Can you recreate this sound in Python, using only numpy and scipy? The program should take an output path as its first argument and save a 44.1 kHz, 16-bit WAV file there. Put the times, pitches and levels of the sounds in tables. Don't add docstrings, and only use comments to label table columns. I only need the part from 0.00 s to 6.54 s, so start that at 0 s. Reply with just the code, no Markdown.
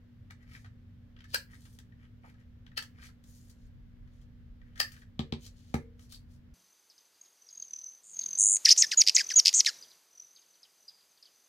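import sys
import numpy as np
from scipy import signal
from scipy.fft import rfft, irfft, next_fast_len
from scipy.io import wavfile
from scipy.ndimage import uniform_filter1d

SR = 44100
rng = np.random.default_rng(int(sys.argv[2]) if len(sys.argv) > 2 else 0)


def materialize(psi):
    bounded = np.clip(np.atleast_2d(psi).T, -1, 1)
    quanta = np.round(bounded * 32767).astype(np.int16)
    wavfile.write(sys.argv[1], SR, quanta)


N = 288414
T = np.arange(SR // 2) / SR
FIRM_DB = -57

# (time [s], level [dB], tearing [dB], tearing time [s], long ring [dB], die [dB], shell [dB],
#  shell pitch [Hz], bass [dB], treble [dB])
BLADE_SNAPS = [(1.3445, -27, -10, 0.0045, -21, -8, -7, 1646, 1.5, 0.5),
               (2.7775, -31.5, -3.5, .004, -35, -24, -13, 1380, -10.5, -8),
               (4.8011, -25, -12, 0.003, -23.5, -4, -3, 1810, 0, 1)]
# (frequency [Hz], level [dB])
CRACK_COLOUR = [(150, -31), (400, -13.5), (520, -4), (750, -9), (1050, -9.5), (1350, -6), (1720, 5),
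                (2250, -6.5), (2950, 2.5), (3600, -5), (4500, 5.5), (6000, -8), (8000, -11), (11000, -14),
                (15500, -12.5)]
# (frequency [Hz], level [dB], time to fade by 60 dB [s])
DIE_RING = [(4400, -3, .008), (4850, 2, 0.012), (5100, -3, 0.0068), (8160, -12.5, 0.0088)]
# (frequency [Hz], level [dB], time to fade by 60 dB [s])
HOUSING_RING = [(1300, -17, .13), (1450, -4.5, .13), (1755, -3, 0.2), (1650, -3, 0.42), (1874, -2, 0.079),
                (2010, -13, 0.13), (2280, -15, .16), (2980, -10, 0.28), (4380, -5, 0.25),
                (4200, -0.5, 0.22), (5000, 0, 0.12), (4850, -3, 0.083), (5000, 2, 0.16), (6400, -7.5, 0.13)]


def snaps():
    out = np.zeros(N)
    swell = 1 - np.exp(-T / 0.00023)
    for s, db, tear_db, tear_s, ring_db, die_db, shell_db, shell_hz, bass_db, treble_db in BLADE_SNAPS:
        n = int(4 * tear_s * SR)
        growth = np.exp((T[:n] - T[n]) / tear_s)
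        tear = np.pad(fibres(n, spread_db=-7.0) * growth, (0, n))
        tear = blow(colour(tear, CRACK_COLOUR, bass_db, treble_db), db + tear_db)
        add(out, s - T[n], tear)
        crack = blow(colour(contact(decay_s=0.0017), CRACK_COLOUR, bass_db, treble_db), db)
        die = blow(band(ring(DIE_RING), 3700, 9000), db + die_db)
        shell = band(ring([(shell_hz, 0, 0.03)]) * swell, 1300, 2000)
        shell = blow(shell, db + shell_db)
        housing = blow(ring(HOUSING_RING) * swell, db + ring_db)
        add(out, s, crack + die + shell + housing)
    return out


# (time [s], thud [dB], body clatter [dB], clatter treble [dB],
#  hard foot click [dB], ringing of loose things [dB])
SET_DOWNS = [(5.1927, -27, -38.5, -10, -38, -56.5), (5.324, -28.5, -41.5, -10, -39, -76),
             (5.7415, -24, -32.5, -4, -45.5, -50.5)]
# (frequency [Hz], level [dB], time to fade by 60 dB [s])
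TABLE_TONES = [(80.8, 3, 0.2), (141.6, -4, 0.22), (159, -2.5, 0.11), (182.4, -3, 0.079),
               (235.7, 5.5, 0.088), (266, -1.5, 0.065), (317, 0, 0.054), (376.2, -2, 0.135),
               (620, -6, 0.19), (545, -14, 0.14), (730, -20, .13), (1230, -24, .12)]
# (frequency [Hz], level [dB], time to fade by 60 dB [s])
FOOT_TONES = [(3350, -7, 0.0043), (3670, 3, 0.0024)]
# (frequency [Hz], level [dB], time to fade by 60 dB [s])
LOOSE_TONES = [(452, -4.5, 0.54), (480, -12, 0.9), (528, -7, 0.43)]
# (frequency [Hz], level [dB])
CLATTER_COLOUR = [(100, -4.5), (350, 1), (650, -0.5), (1000, -2.5), (1500, -12.5), (2000, -5.5),
                  (3000, -17), (6000, -16.5), (10000, -26.5), (15500, -28)]


def knocks():
    out = np.zeros(N)
    push = np.exp(-((T - 0.0028) / 0.00086) ** 2)
    shaken_table = signal.fftconvolve(ring(TABLE_TONES), push)[:len(T)]
    thud = band(shaken_table, 105, 3000)
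    foot = band(ring(FOOT_TONES), 2160, 7700)
    slow_start = 1 - np.exp(-T / 0.031)
    loose = ring(LOOSE_TONES) * slow_start * (1 - T / T[-1])
    for s, thud_db, clatter_db, treble_db, foot_db, loose_db in SET_DOWNS:
        clatter = blow(colour(contact(decay_s=0.0022), CLATTER_COLOUR, 0, treble_db), clatter_db)
        add(out, s, blow(thud, thud_db) + clatter + blow(foot, foot_db) + blow(loose, loose_db))
    return out


# (time [s], level [dB], decay time [s], resonance [Hz])
LEVER_CATCHES = [(.302, -59, 0.0044, 1920), (1.1645, -61, 0.0018, 2950), (1.189, -61.5, .004, 5400),
                 (1.206, -57, 0.0016, 3100), (1.2413, -54, .007, 1800), (1.9221, -64.5, 0.0022, 1880),
                 (2.6649, -58, .0013, 3250), (2.7168, -61.5, 0.0022, 1670), (4.6157, -63.5, .003, 1800),
                 (4.7571, -53.5, 0.013, 1770), (4.777, -51, .0056, 1790), (4.9644, -57.5, .005, 1750),
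                 (5.0177, -58, .007, 1700)]
# (frequency [Hz], level [dB])
TICK_COLOUR = [(200, -20.5), (600, -15), (1200, -3), (1950, 2), (2450, -7.5), (3100, -4.5), (4000, -5),
               (6000, -9.5), (10000, -23), (15500, -22.5)]


def lever_catches():
    out = np.zeros(N)
    for s, db, decay_s, hz in LEVER_CATCHES:
        treble_db = -9.5 + 2.16 * (db - FIRM_DB)
        catch = colour(contact(decay_s), TICK_COLOUR, -10, treble_db)
        add(out, s, blow(resonate(catch, hz, db=7), db))
    return out


# (time [s], level [dB], decay time [s], brightness [dB])
EDGE_TAPS = [(0.3076, -51, .0016, 1), (.645, -56, .007, -6.5), (0.66, -59.5, .007, -5.5),
             (1.653, -59, 0.011, 7), (1.7883, -54.5, 0.00085, 11.5), (2.298, -67, .003, 1),
             (2.3404, -67.5, 0.004, -7), (2.8245, -46.5, 0.0018, 10.5), (2.985, -61.5, 0.0027, -9),
             (3.0224, -59, 0.0043, -4), (3.087, -61.5, 0.0035, -10), (3.239, -64, .0027, 14),
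             (3.497, -61, 0.0062, 19.5), (4.0745, -70.5, .0045, -2.5), (4.2143, -71, .01, 10),
             (4.919, -55, 0.0084, 20), (5.467, -56, 0.0012, 17), (5.994, -62, .003, 8),
             (6.1222, -50.5, 0.0034, 16.5)]


def edge_taps():
    out = np.zeros(N)
    for s, db, decay_s, bright_db in EDGE_TAPS:
        bass_db = 5.5 - 0.36 * bright_db
        edge_hz = 2170 * 2 ** (bright_db / 18)
        tap = colour(contact(decay_s), TICK_COLOUR, bass_db, bright_db)
        add(out, s, blow(resonate(tap, edge_hz, db=1.5), db))
    return out


# (time of the stop [s], rise time [s], scrape level [dB], resonance [Hz])
SLOT_FEEDS = [(.429, 0.025, -67, 1990), (.555, 0.058, -55.5, 2290), (1.555, 0.056, -62, 1925),
              (2.05, 0.056, -67.5, 2900), (2.285, 0.054, -66, 2360), (2.41, 0.023, -68.5, 2100),
              (3.056, 0.07, -57, 2365), (4.675, 0.023, -71.5, 1810), (4.96, 0.21, -67, 2790)]
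# (frequency [Hz], level [dB])
SLOT_COLOUR = [(300, -8), (700, -17.5), (1300, -0.5), (2000, 5.5), (2500, -5), (3100, -2), (4500, -22.5),
               (8000, -31), (15500, -37.5)]


def card_feeds():
    out, t = np.zeros(N), movement_clock()
    for s, rise_s, db, hz in SLOT_FEEDS:
        scrape = colour(fibres(len(t), spread_db=6.0), SLOT_COLOUR)
        scrape = level(resonate(scrape, hz, db=2), db)
        hiss_db = -65 + 1.5 * (db - FIRM_DB)
        face = hiss(len(t), hiss_db, treble_db=-5, hz=5260)
        add(out, s + t[0], stroke(t, rise_s, hold_s=0, fall_s=0.014) * (scrape + face))
    return out


# (start [s], length [s], level [dB], treble [dB], resonance [Hz])
CARD_SLIDES = [(.55, 0.065, -71.5, 1, 6300), (1.318, 0.074, -62, -6, 4800), (1.531, .12, -69.5, 0.5, 8900),
               (1.657, 0.095, -70, 7, 9150), (2.276, .02, -76.5, 1, 9830), (3.04, 0.025, -59.5, -.5, 4500),
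               (3.285, 0.095, -66, 8.5, 6530), (3.419, 0.087, -71, 10, 7200),
               (3.582, 0.076, -78.5, -4, 6600), (4.132, 0.093, -80.5, -6, 6500), (4.878, .14, -70, 1, 2920),
               (5.436, 0.026, -57.5, -5, 6640), (5.572, 0.19, -70.5, -7, 6640), (6.02, .025, -66, 4, 5830),
               (6.132, .017, -55.5, -1, 4500), (6.314, 0.037, -75, 4, 5000)]


def card_slides():
    out, t = np.zeros(N), movement_clock()
    for s, length_s, db, treble_db, hz in CARD_SLIDES:
        movement = stroke(t, rise_s=0.028, hold_s=length_s, fall_s=0.019)
        add(out, s + t[0], movement * hiss(len(t), db, treble_db, hz))
    return out


# (frequency [Hz], level [dB])
SHEET_COLOUR = [(400, -11.5), (1500, -18), (3000, 0.5), (4400, 4.5), (7000, -1), (9500, -7.5), (11500, -4),
                (13500, -7.5), (15500, -11.5)]


def hiss(n, db, treble_db, hz):
    snagging = rng.random(n) < 90 / SR
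    snags = level(rng.standard_normal(n) * snagging, -5.5)
    rubbing = colour(fibres(n, spread_db=3.5) + snags, SHEET_COLOUR, 0, treble_db)
    return level(resonate(rubbing, hz, db=-3.5), db)


# (time [s], level [dB], middle of the band [Hz])
MAT_DRAGS = [(2.239, -56, 880), (2.275, -68, 698)]


def mat_drags():
    out = np.zeros(N)
    for s, db, hz in MAT_DRAGS:
        rubbing = fibres(len(T), spread_db=5.5) * T * np.exp(-T / 0.0053)
        add(out, s, blow(band(rubbing, hz * 0.69, hz * 1.32), db))
    return out


# (delay [s], gain [ratio])
EARLY_ECHOES = [
    [(.0009, 0.29), (.0026, .4), (.0042, .3), (.0135, 0.41)],
    [(.0013, 0.81), (.0021, .4), (.0038, 0.39), (.0140, .27)],
]
# (frequency [Hz], time to fade by 60 dB [s], tail level [dB], likeness of the sides [0-1])
ROOM_TAIL = [(99.9, 0.078, -15.5, 0.8), (300, 0.25, -8, 0.5), (800, 0.14, -3.5, 0.2),
             (2000, 0.22, -4.5, .05), (3300, .17, -6.5, 0), (4870, .18, -5.5, .05), (8700, .16, -1.5, 0.2),
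             (15000, 0.32, -12, 0.2)]
# (frequency [Hz], level [dB])
RIGHT_SHADOW = [(200, -0.5), (700, 1.5), (1500, -2), (3000, -7), (4500, -13), (6500, -3.5), (9000, 0.5),
                (13000, -7)]


def room(x):
    hz = np.fft.rfftfreq(len(T), 1 / SR)
    noise, out = rfft(rng.standard_normal((3, len(T)))), []
    short_waves = hz ** 2 / (hz ** 2 + 700 ** 2)
    shadow_db = along(hz, RIGHT_SHADOW, [p[1] for p in RIGHT_SHADOW])
    lead = len(T) // 100
    for side in range(2):
        tail = 0
        for k, (_, t60, db, like) in enumerate(ROOM_TAIL):
            like = np.clip(like, 0, 1)
            share = along(hz, ROOM_TAIL, np.eye(len(ROOM_TAIL))[k])
            fade = np.exp(-np.log(1000) * T / t60) * np.clip((T - 0.002) / 0.0054, 0, 1)
            mixed = np.sqrt(like) * noise[2] + np.sqrt(1 - like) * noise[side]
            tail = tail + irfft(share * mixed, len(T)) * fade * undb(db) / np.linalg.norm(fade)
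        echoes = sum(gain * np.exp(-2j * np.pi * hz * delay) for delay, gain in EARLY_ECHOES[side])
        right_lag = np.exp(-2j * np.pi * hz * side * 0.00032)
        direct = (1 + short_waves * echoes) * undb(side * shadow_db) * right_lag
        response = np.roll(irfft(direct, len(T)) + tail, lead)
        out.append(signal.fftconvolve(x, response)[lead:lead + N])
    return np.array(out)


# (frequency [Hz], level [dB])
AIR_COLOUR = [(30, -14), (55, -2), (100, 1), (135, -6), (170, -12.5), (270, -16), (335, -30.5),
              (490, -26.5), (700, -37), (1100, -39), (1750, -36), (2500, -42.5), (3200, -42.5),
              (6000, -52.5), (10000, -64.5), (12000, -54), (16000, -62)]
# (frequency [Hz], rms level [dB], wander [Hz])
FAN_HUM = [(93.4, -67.5, 4), (127.3, -69, 0.93), (182.5, -72.5, 1.5), (239.5, -63, 0.78),
           (282.4, -81.5, 2.2), (353, -89, 0.64)]
# (time [s], level [dB])
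RUMBLE_LEVEL = [(0, -65), (3.6, -63), (3.72, -53), (4.65, -55), (4.95, -62), (6.5, -62)]
# (time [s], level [dB])
DRONE_LEVEL = [(0, -62), (.45, -55), (.95, -57), (1.6, -72)]


def background():
    t = np.arange(N) / SR
    mid, side = (level(colour(rng.standard_normal(N), AIR_COLOUR), -56) for _ in range(2))
    side = colour(side, [(60, -28.5), (200, -2.5), (500, -2.5), (1500, -0.5), (8000, 0.5)])
    for hz, db, wander_hz in FAN_HUM:
        drift = np.interp(t, np.arange(80) / 12, rng.standard_normal(80))
        phase = 2 * np.pi * np.cumsum(hz + wander_hz * drift) / SR
        mid = mid + level(np.sin(phase), db)
    rumble_gain = undb(np.interp(t, *np.transpose(RUMBLE_LEVEL)))
    rumble = level(band(rng.standard_normal((2, N)), 26, 50), 0) * rumble_gain
    side = side + undb(-8.5) * rumble[1]
    drone_gain = undb(np.interp(t, *np.transpose(DRONE_LEVEL)))
    drone = level(band(rng.standard_normal(N), 88, 116), 0) * drone_gain
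    return mid + drone + rumble[0] + np.array([side, -side])


def contact(decay_s):
    spectrum = rfft(rng.standard_normal(len(T)) * np.exp(-T / decay_s))
    smooth = np.sqrt(uniform_filter1d(np.abs(spectrum) ** 2, size=300))
    return irfft(spectrum / smooth, len(T)) * (T < T[-1] / 2)


def fibres(n, spread_db):
    size = np.minimum(rng.exponential(size=n // 16 + 1), 5)
    size = np.repeat(size, 16)[:n]
    return level(rng.standard_normal(n) * undb(spread_db * size), 0)


def ring(modes):
    return sum(undb(db - 60 * T / t60) * np.sin(2 * np.pi * hz * T) for hz, db, t60 in modes)


def resonate(x, hz, db):
    return x + undb(db) * signal.lfilter(*signal.iirpeak(hz, 8, fs=SR), x)


def movement_clock():
    return np.arange(2 * len(T)) / SR - 0.4


def stroke(t, rise_s, hold_s, fall_s):
    outside = np.maximum(-t / rise_s, (t - hold_s) / fall_s)
    speed = np.exp(-np.maximum(outside, 0) ** 1.8)
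    grip = level(band(rng.standard_normal(len(t)), 25, 140), 0)
    return speed * level(undb(grip * 1.3), 0)


def colour(x, points, bass_db=0, treble_db=0):
    n = 2 * next_fast_len(len(x))
    hz = np.fft.rfftfreq(n, 1 / SR)
    bass = bass_db / (1 + (hz / 1100) ** 4)
    treble = treble_db * (1 - 1 / (1 + (hz / 5000) ** 4))
    db = along(hz, points, [p[1] for p in points]) + bass + treble
    cepstrum = irfft(np.log(undb(db)))
    cepstrum[1:n // 2] *= 2
    cepstrum[n // 2 + 1:] = 0
    return irfft(rfft(x, n) * np.exp(rfft(cepstrum)))[:len(x)]


def along(hz, points, column):
    return np.interp(np.log(hz + 1), np.log([p[0] for p in points]), column)


def band(x, lo_hz, hi_hz):
    limits = [lo_hz, min(hi_hz, SR / 2 - 1)]
    return signal.sosfilt(signal.butter(2, limits, "band", fs=SR, output="sos"), x)


def undb(db):
    return 10 ** (np.asarray(db) / 20)


def level(x, db):
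    return x * undb(db) / np.sqrt(np.mean(x ** 2))


def blow(x, db):
    return x * undb(db) / np.sqrt(np.sum(x ** 2) / (SR / 100))


def add(out, s, x):
    i = max(int(s * SR), 0)
    out[i:i + len(x)] += x[:max(N - i, 0)]


def scene():
    punch = snaps() + knocks() + lever_catches() + mat_drags()
    card = edge_taps() + card_feeds() + card_slides()
    return room(punch + card) + background()


def record(dry):
    return signal.sosfilt(signal.ellip(10, 0.1, 70, 16100, fs=SR, output="sos"), dry)


dry = scene()
out = record(dry)
materialize(out)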